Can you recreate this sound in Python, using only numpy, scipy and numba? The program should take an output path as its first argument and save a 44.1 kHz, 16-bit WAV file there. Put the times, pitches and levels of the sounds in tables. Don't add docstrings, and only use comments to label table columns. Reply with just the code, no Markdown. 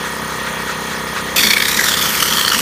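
import sys
import numpy as np
from scipy import signal
from scipy.io import wavfile
from scipy.ndimage import map_coordinates
from numba import njit

SR = 44100
rng = np.random.default_rng(int(sys.argv[2]) if len(sys.argv) > 2 else 0)


def ratio(d):
    e = np.asarray(d, float) / 20
    return 10 ** e


def to_wav(sig):
    pcm = np.clip(np.atleast_2d(sig), -1, 1) * 32767
    pcm = np.round(pcm).astype(np.int16)
    wavfile.write(sys.argv[1], SR, pcm.T)


N = 115101
T = np.arange(N) / SR

# time in seconds, air flow in dB, second cavity in Hz, upper cavities in dB.
GUN_FLOW = [(1.36, -13, 3300, -4.5), (1.42, -15, 3500, -5), (1.6, -20.5, 3480, -6.5), (1.67, -18, 3800, -5),
            (1.78, -18, 3900, -10), (1.93, -18, 3330, -2), (2.05, -17.5, 3300, -4.5),
            (2.22, -17, 2910, -6.5), (2.32, -17.5, 3220, -3.5), (2.48, -19.5, 3070, -2.5),
            (2.61, -17, 2850, -4)]
# time in seconds, lowest cavity in Hz, its partner in Hz,
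# dead band in Hz, strength in dB.
NOZZLE_SHAPE = [(1.36, 2110, 2650, 2000, -2), (1.43, 1680, 2200, 2770, -1), (1.6, 1820, 2190, 2700, 1.5),
                (1.75, 1750, 2080, 2840, -1), (1.82, 1580, 1940, 2740, 3), (1.93, 1300, 1650, 2190, -1),
                (2.05, 1290, 2430, 2690, -0.5), (2.2, 1290, 2170, 2620, 1.5), (2.3, 1260, 1920, 2440, -2),
                (2.45, 1250, 1660, 2380, -0.5), (2.55, 1280, 1690, 2360, 1.5), (2.61, 1250, 2020, 2400, -8)]
# time in seconds, level in dB.
THROAT_SONG = [
    (1.36, 0.5),
    (1.5, 0.5),
    (1.6, -3),
    (1.95, -2),
    (2.2, -10),
    (2.32, -4.5),
    (2.51, 4.5),
    (2.54, -23),
    (2.61, -23),
]
# time in seconds, peak in dB.
EARLY_SLUGS = [(1.361, -8), (1.382, 0), (1.406, -9), (1.434, -1), (1.451, -5), (1.469, -3), (1.484, -11),
               (1.5024, 1), (1.512, -2), (1.534, 0), (1.566, 3), (1.58, -11), (1.602, 1), (1.621, 0.5),
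               (1.6542, -6), (1.6833, -6.5), (1.697, -21), (1.715, -6), (1.7436, -6), (1.771, -10),
               (1.7928, 2.5), (1.8094, -9), (1.84, -5.5), (1.8634, -13), (1.8845, -0.5), (1.8914, -11),
               (1.916, -9), (1.9395, -7.5), (1.9706, -10)]
# time in seconds, peak in dB.
LATE_SLUGS = [(1.993, -12), (2.021, -9.5), (2.0565, -9), (2.0784, -14), (2.1034, -13), (2.1274, -27),
              (2.1506, -11.5), (2.1894, -34), (2.2034, -12), (2.2253, -0.5), (2.2534, -11), (2.282, -8.5),
              (2.3067, -9), (2.324, -2), (2.3354, -8), (2.3514, -15), (2.3703, -5.5), (2.3824, -2),
              (2.393, -10), (2.411, -7), (2.4247, -19), (2.448, -3), (2.4644, -26), (2.4794, -2.5),
              (2.5004, -6), (2.5184, -4), (2.5344, -15), (2.5454, -3), (2.5664, -25), (2.5903, 2)]
# frequency in Hz, density in dB per Hz.
JET_COLOUR = [(400, -34), (800, -16.5), (1700, -4.5), (4400, -2.5), (8000, -11.5), (10500, -8.5),
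              (13000, -10.5), (16500, -9)]
# frequency in Hz, width in Hz, level in dB.
MIST_WHISTLES = [(5590, 820, -14), (6960, 900, -17.5), (8330, 590, -17.5), (12950, 1300, -15)]
# time in seconds, level in dB.
HOPPER_LEVEL = [(1.36, -63), (1.39, -26), (1.47, -26.5), (1.56, -31), (1.61, -48.5), (1.72, -42),
                (1.77, -30), (1.83, -42), (2.0, -44), (2.06, -30), (2.12, -40), (2.3, -46), (2.35, -30),
                (2.42, -53), (2.61, -28)]
# frequency in Hz, level in dB,
# decay by 60 dB in seconds, delay in seconds.
EXHAUST_RINGS = [(2280, -30, 0.05, .004), (3300, -33, 0.04, .0165), (3400, -33, .04, .027)]
# multiple of the firing rate, level in dB.
ENGINE_ORDERS = [(1, -35), (2, -4), (3, -19), (4, -23.5), (5, 1.5), (6, -0.5), (7, 2), (8, -10.5), (9, -4),
                 (10, -31), (11, -11.5), (12, -0.5), (13, -6), (14, -0.5), (15, -2.5), (16, 0), (17, -3.5),
                 (18, -13), (19, -22.5), (20, -9), (21, -11.5), (22, -23.5), (23, -9.5), (24, -25),
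                 (25, -49), (26, -9.5), (27, -3), (28, -4), (29, -2.5), (30, 1.5), (31, -3), (32, -7),
                 (33, -4), (34, -11), (35, -0.5), (36, -12), (37, -14), (38, 1), (39, 0.5), (40, -19),
                 (41, -9.5), (42, -10), (43, -5), (44, -9), (45, -11), (46, -10.5), (47, -8), (48, -9),
                 (49, -28), (50, -27), (51, -14), (52, -7), (53, -10), (54, 1), (55, -20), (56, -9),
                 (57, -4), (58, 1.5), (59, 2.5), (60, -5)]
# frequency in Hz, arrival after firing in seconds,
# phase scatter in radians.
PIPE_DELAY = [(60, .016, .2), (100, .016, .2), (140, .002, .2), (300, .002, .3), (380, .001, .5),
              (560, .012, .5), (800, .001, .5), (1150, .003, .5), (1400, .003, 1.3), (1700, .004, 3)]
# frequency in Hz, width in Hz, level in dB,
# centre after firing in seconds, length in seconds.
VALVE_HISSES = [(9100, 570, -35.5, 0.0207, 0.0044), (9350, 700, -38.5, 0.022, 0.0056),
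                (14500, 700, -41, .0035, .005), (14600, 700, -41, .008, .0045),
                (6560, 780, -41, 0.024, 0.0049), (12900, 1300, -47, .0243, .003)]
# time in seconds, level in dB.
PUMP_CHUFFS = [(.06, -25), (.32, -24.5), (.48, -23.5), (.70, -21.5), (.93, -24), (1.18, -20), (1.41, -56),
               (1.64, -64), (1.87, -28), (2.1, -40), (2.33, -34), (2.56, -46)]
# frequency in Hz, width in Hz, level in dB.
CHUFF_COLOUR = [(1357, 670, -1.5), (3830, 1100, -12.5), (5860, 4800, -12.5)]
# frequency in Hz, width in Hz, level in dB.
CASING_PANELS = [(1900, 550, -36), (1160, 620, -38.5), (3300, 310, -39), (9560, 1500, -42),
                 (6280, 860, -41.5), (4140, 570, -42.5), (12900, 5200, -42.5), (15000, 900, -49)]
# frequency in Hz, density in dB per Hz.
CLATTER_COLOUR = [(25, -22), (110, -4.5), (400, -10.5), (750, -8), (1300, -5.5), (2600, -9), (7000, -17),
                  (15500, -39)]

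TRIGGER_S, OPEN_S = 1.3585, .002
SLUG_RISE_S, SLUG_FALL_S, SLUG_MEAN_DB = 0.0017, 0.0021, -4
FIRST_STRETCH, SETTLE_S = 4, 0.12
CAVITY_WIDTH_HZ, UPPER_WIDTH_HZ, THIRD_CAVITY_HZ = 380, 480, 4400
FIRING_HZ, FIRST_FIRING_S = 32.09, .0085


def rms_one(x):
    return x / np.sqrt(np.mean(x ** 2) + 1e-20)


def in_time(rows):
    s, *columns = np.transpose(rows)
    return [np.interp(T, s, c) for c in columns]


def drift(rate):
    r = np.exp(-20 * np.pi * rate / SR)
    white = rng.standard_normal(N // 10 + 4002)
    slow = signal.lfilter([1], [1, -2 * r, r * r], white)[4000:]
    return np.interp(np.arange(N) / 10, np.arange(len(slow)), rms_one(slow))


@njit
def glide(x, c, r):
    y = np.zeros(len(x))
    for i in range(2, len(x)):
        y[i] = (1 - r * r) / 2 * (x[i] - x[i - 2]) + 2 * r * c[i] * y[i - 1] - r * r * y[i - 2]
    return y


def resonance(x, hz, width_hz):
    return glide(x, np.cos(2 * np.pi * hz / SR) + np.zeros(len(x)), np.exp(-np.pi * width_hz / SR))


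def hiss_in(hz, width_hz):
    once = resonance(rng.standard_normal(N), hz, width_hz)
    return rms_one(resonance(once, hz, width_hz))


def banded_noise(spectrum, patchy_db, rate):
    out = np.zeros(N)
    edges = 22 * 2 ** np.arange(0, 9.7, 1 / 3)
    hz, level_db = np.transpose(spectrum)
    white = rng.standard_normal((2, N))
    for k, (low, high) in enumerate(zip(edges, edges[1:])):
        band_filter = signal.butter(2, [low, high], "band", fs=SR, output="sos")
        band = signal.sosfilt(band_filter, white[k % 2])
        db = np.interp(np.log(low * high) / 2, np.log(hz), level_db)
        out += ratio(db + patchy_db * drift(rate)) * band
    return rms_one(out)


def humps(rows, rise_s, fall_s):
    return sum(ratio(db) * np.exp(-.5 * ((T - s) / np.where(T < s, rise_s, fall_s)) ** 2) for s, db in rows)


def gun():
    flow_db, second_hz, upper_db = in_time(GUN_FLOW)
    low_hz, partner_hz, dead_hz, lower_db = in_time(NOZZLE_SHAPE)
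    gate = np.clip((T - TRIGGER_S) / OPEN_S, 0, 1)
    slugs = plaster_slugs() * ratio(flow_db.mean() - flow_db)
    cavity = nozzle_cavities(low_hz, partner_hz, lower_db, second_hz, upper_db)
    jet = air_jet(dead_hz, second_hz)
    throb = (0.44 + 1.17 * slugs) * cavity + (0.88 + 0.89 * np.tanh(slugs)) * jet
    sputter = ratio(2 * drift(150))
    return gate * (ratio(flow_db) * (sputter * throb + air_rumble()) + hopper_drone())


def plaster_slugs():
    rows = [(s + SLUG_RISE_S, db - SLUG_MEAN_DB) for s, db in list(EARLY_SLUGS) + list(LATE_SLUGS)]
    stretch = 1 + FIRST_STRETCH * np.exp(-np.abs(T - TRIGGER_S) / SETTLE_S)
    return humps(rows, SLUG_RISE_S, SLUG_FALL_S * stretch)


def nozzle_cavities(low_hz, partner_hz, lower_db, second_hz, upper_db):
    second_level = ratio(2 + 1.2 * drift(36))
    second = second_level * hiss_in(second_hz * (1 + 0.015 * drift(16.7)), UPPER_WIDTH_HZ)
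    third_level = ratio(-1.5 + in_time(THROAT_SONG)[0] + 0.64 * drift(40))
    third = third_level * hiss_in(THIRD_CAVITY_HZ * (1 + 0.015 * drift(6.2)), UPPER_WIDTH_HZ)
    lower = np.zeros(N)
    for hz in (low_hz, partner_hz):
        level = ratio(lower_db - 3 + 1.2 * drift(30))
        lower += level * hiss_in(hz * (1 + .015 * drift(18)), CAVITY_WIDTH_HZ)
    return ratio(-3.5) * lower + ratio(1.35 * upper_db) * (second + third)


def air_jet(dead_hz, second_hz):
    jet = ratio(-1.5) * banded_noise(JET_COLOUR, patchy_db=1.5, rate=27) + wall_splat()
    for hz, width_hz, db in MIST_WHISTLES:
        level = ratio(db + 3.5 * drift(6.4))
        jet = jet + level * hiss_in(hz * (1 + .04 * drift(3.5)), width_hz)
    for valley_hz in (dead_hz, (second_hz + THIRD_CAVITY_HZ) / 2):
        jet = jet - .55 * resonance(jet, valley_hz, 500)
    return jet


def wall_splat():
    hits = rng.random(N) < 580 / SR
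    size = ratio(3.8 * rng.exponential(1, N).clip(0, 4))
    drops = hits * rng.standard_normal(N) * size
    return ratio(-13) * rms_one(resonance(drops, 5300, 5400))


def air_rumble():
    roar = ratio(-17) * resonance(hiss_in(290, 445), 296, 580)
    return roar + ratio(-34 + 4.6 * drift(6)) * hiss_in(71, 90)


def hopper_drone():
    shell_hz = 221.5
    hum = np.sin(2 * np.pi * np.cumsum(shell_hz * (1 + 0.029 * drift(14.7))) / SR)
    return ratio(in_time(HOPPER_LEVEL)[0]) * (hum + ratio(-2.5) * hiss_in(shell_hz, 100))


def engine():
    return exhaust_rings() + exhaust_note() + valves()


def exhaust_rings():
    lead = SR // 2
    fire = FIRST_FIRING_S + np.arange(-12, 83) / FIRING_HZ
    fire = fire + .00005 * rng.standard_normal(len(fire))
    rings = np.zeros(N + SR)
    for hz, db, t60, delay in EXHAUST_RINGS:
        clicks = np.full(N + SR, 1e-18)
        at = ((fire + delay) * SR).astype(int) + lead
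        clicks[at] = ratio(db + .6 * rng.standard_normal(len(fire)))
        r, w = ratio(-60 / (t60 * SR)), 2 * np.pi * hz / SR
        rings += signal.lfilter([0, np.sin(w)], [1, -2 * r * np.cos(w), r * r], clicks)
    return rings[lead:lead + N]


def exhaust_note():
    k, db = np.transpose(ENGINE_ORDERS)
    hz, delay, scatter = np.transpose(PIPE_DELAY)
    order_hz = k * FIRING_HZ
    lag = 2 * np.pi * FIRING_HZ * np.cumsum(np.interp(order_hz, hz, delay) * np.diff(k, prepend=0))
    lag = lag + np.pi + np.interp(order_hz, hz, scatter) * rng.standard_normal(len(k))
    waver = [ratio(1.4 * drift(10.5)) for _ in range(8)]
    turn = 2 * np.pi * FIRING_HZ * (T - FIRST_FIRING_S)
    note = np.zeros(N)
    for i in range(len(k)):
        note += ratio(db[i]) * waver[i * 8 // len(k)] * np.cos(k[i] * turn - lag[i])
    return ratio(-25) * rms_one(note)


def valves():
    out = np.zeros(N)
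    for hz, width_hz, db, centre, length in VALVE_HISSES:
        off = ((T - FIRST_FIRING_S - centre) * FIRING_HZ + .5) % 1 - .5
        opening = np.exp(-.5 * (2 * off / FIRING_HZ / length) ** 2)
        out += ratio(db + 1.1 * drift(25)) * opening * hiss_in(hz, width_hz)
    return out


def pump():
    breath = sum(ratio(db) * hiss_in(hz, width_hz) for hz, width_hz, db in CHUFF_COLOUR)
    return humps(PUMP_CHUFFS, 0.021, 0.021) * breath


def casing_and_yard():
    panels = sum(ratio(db + .9 * drift(5.8)) * hiss_in(hz, width_hz) for hz, width_hz, db in CASING_PANELS)
    return panels + ratio(-28) * banded_noise(CLATTER_COLOUR, patchy_db=2.9, rate=11.7)


def scene():
    near = gun()
    lag = .0007 * SR * (1 + 0.32 * np.tanh(drift(1.46)))
    echo = ratio(-15) * map_coordinates(near, [np.arange(N) - lag], order=3)
    return (near + echo + engine() + pump() + casing_and_yard())[None, :]


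def roll_off(x):
    return signal.sosfilt(signal.butter(12, 16290, fs=SR, output="sos"), x)


def record(dry):
    x = dry[0]
    for notch_hz, width_hz, depth in ((10450, 400, 0.65), (13700, 300, .55)):
        x = x - depth * resonance(x, notch_hz, width_hz)
    x = x / (1 + (x / .78) ** 4) ** .25
    top_cut = signal.ellip(12, .3, 60, 15270, fs=SR, output="sos")
    x = signal.sosfilt(top_cut, x)
    return roll_off(x[None, :])


dry = scene()
out = record(dry)
to_wav(out)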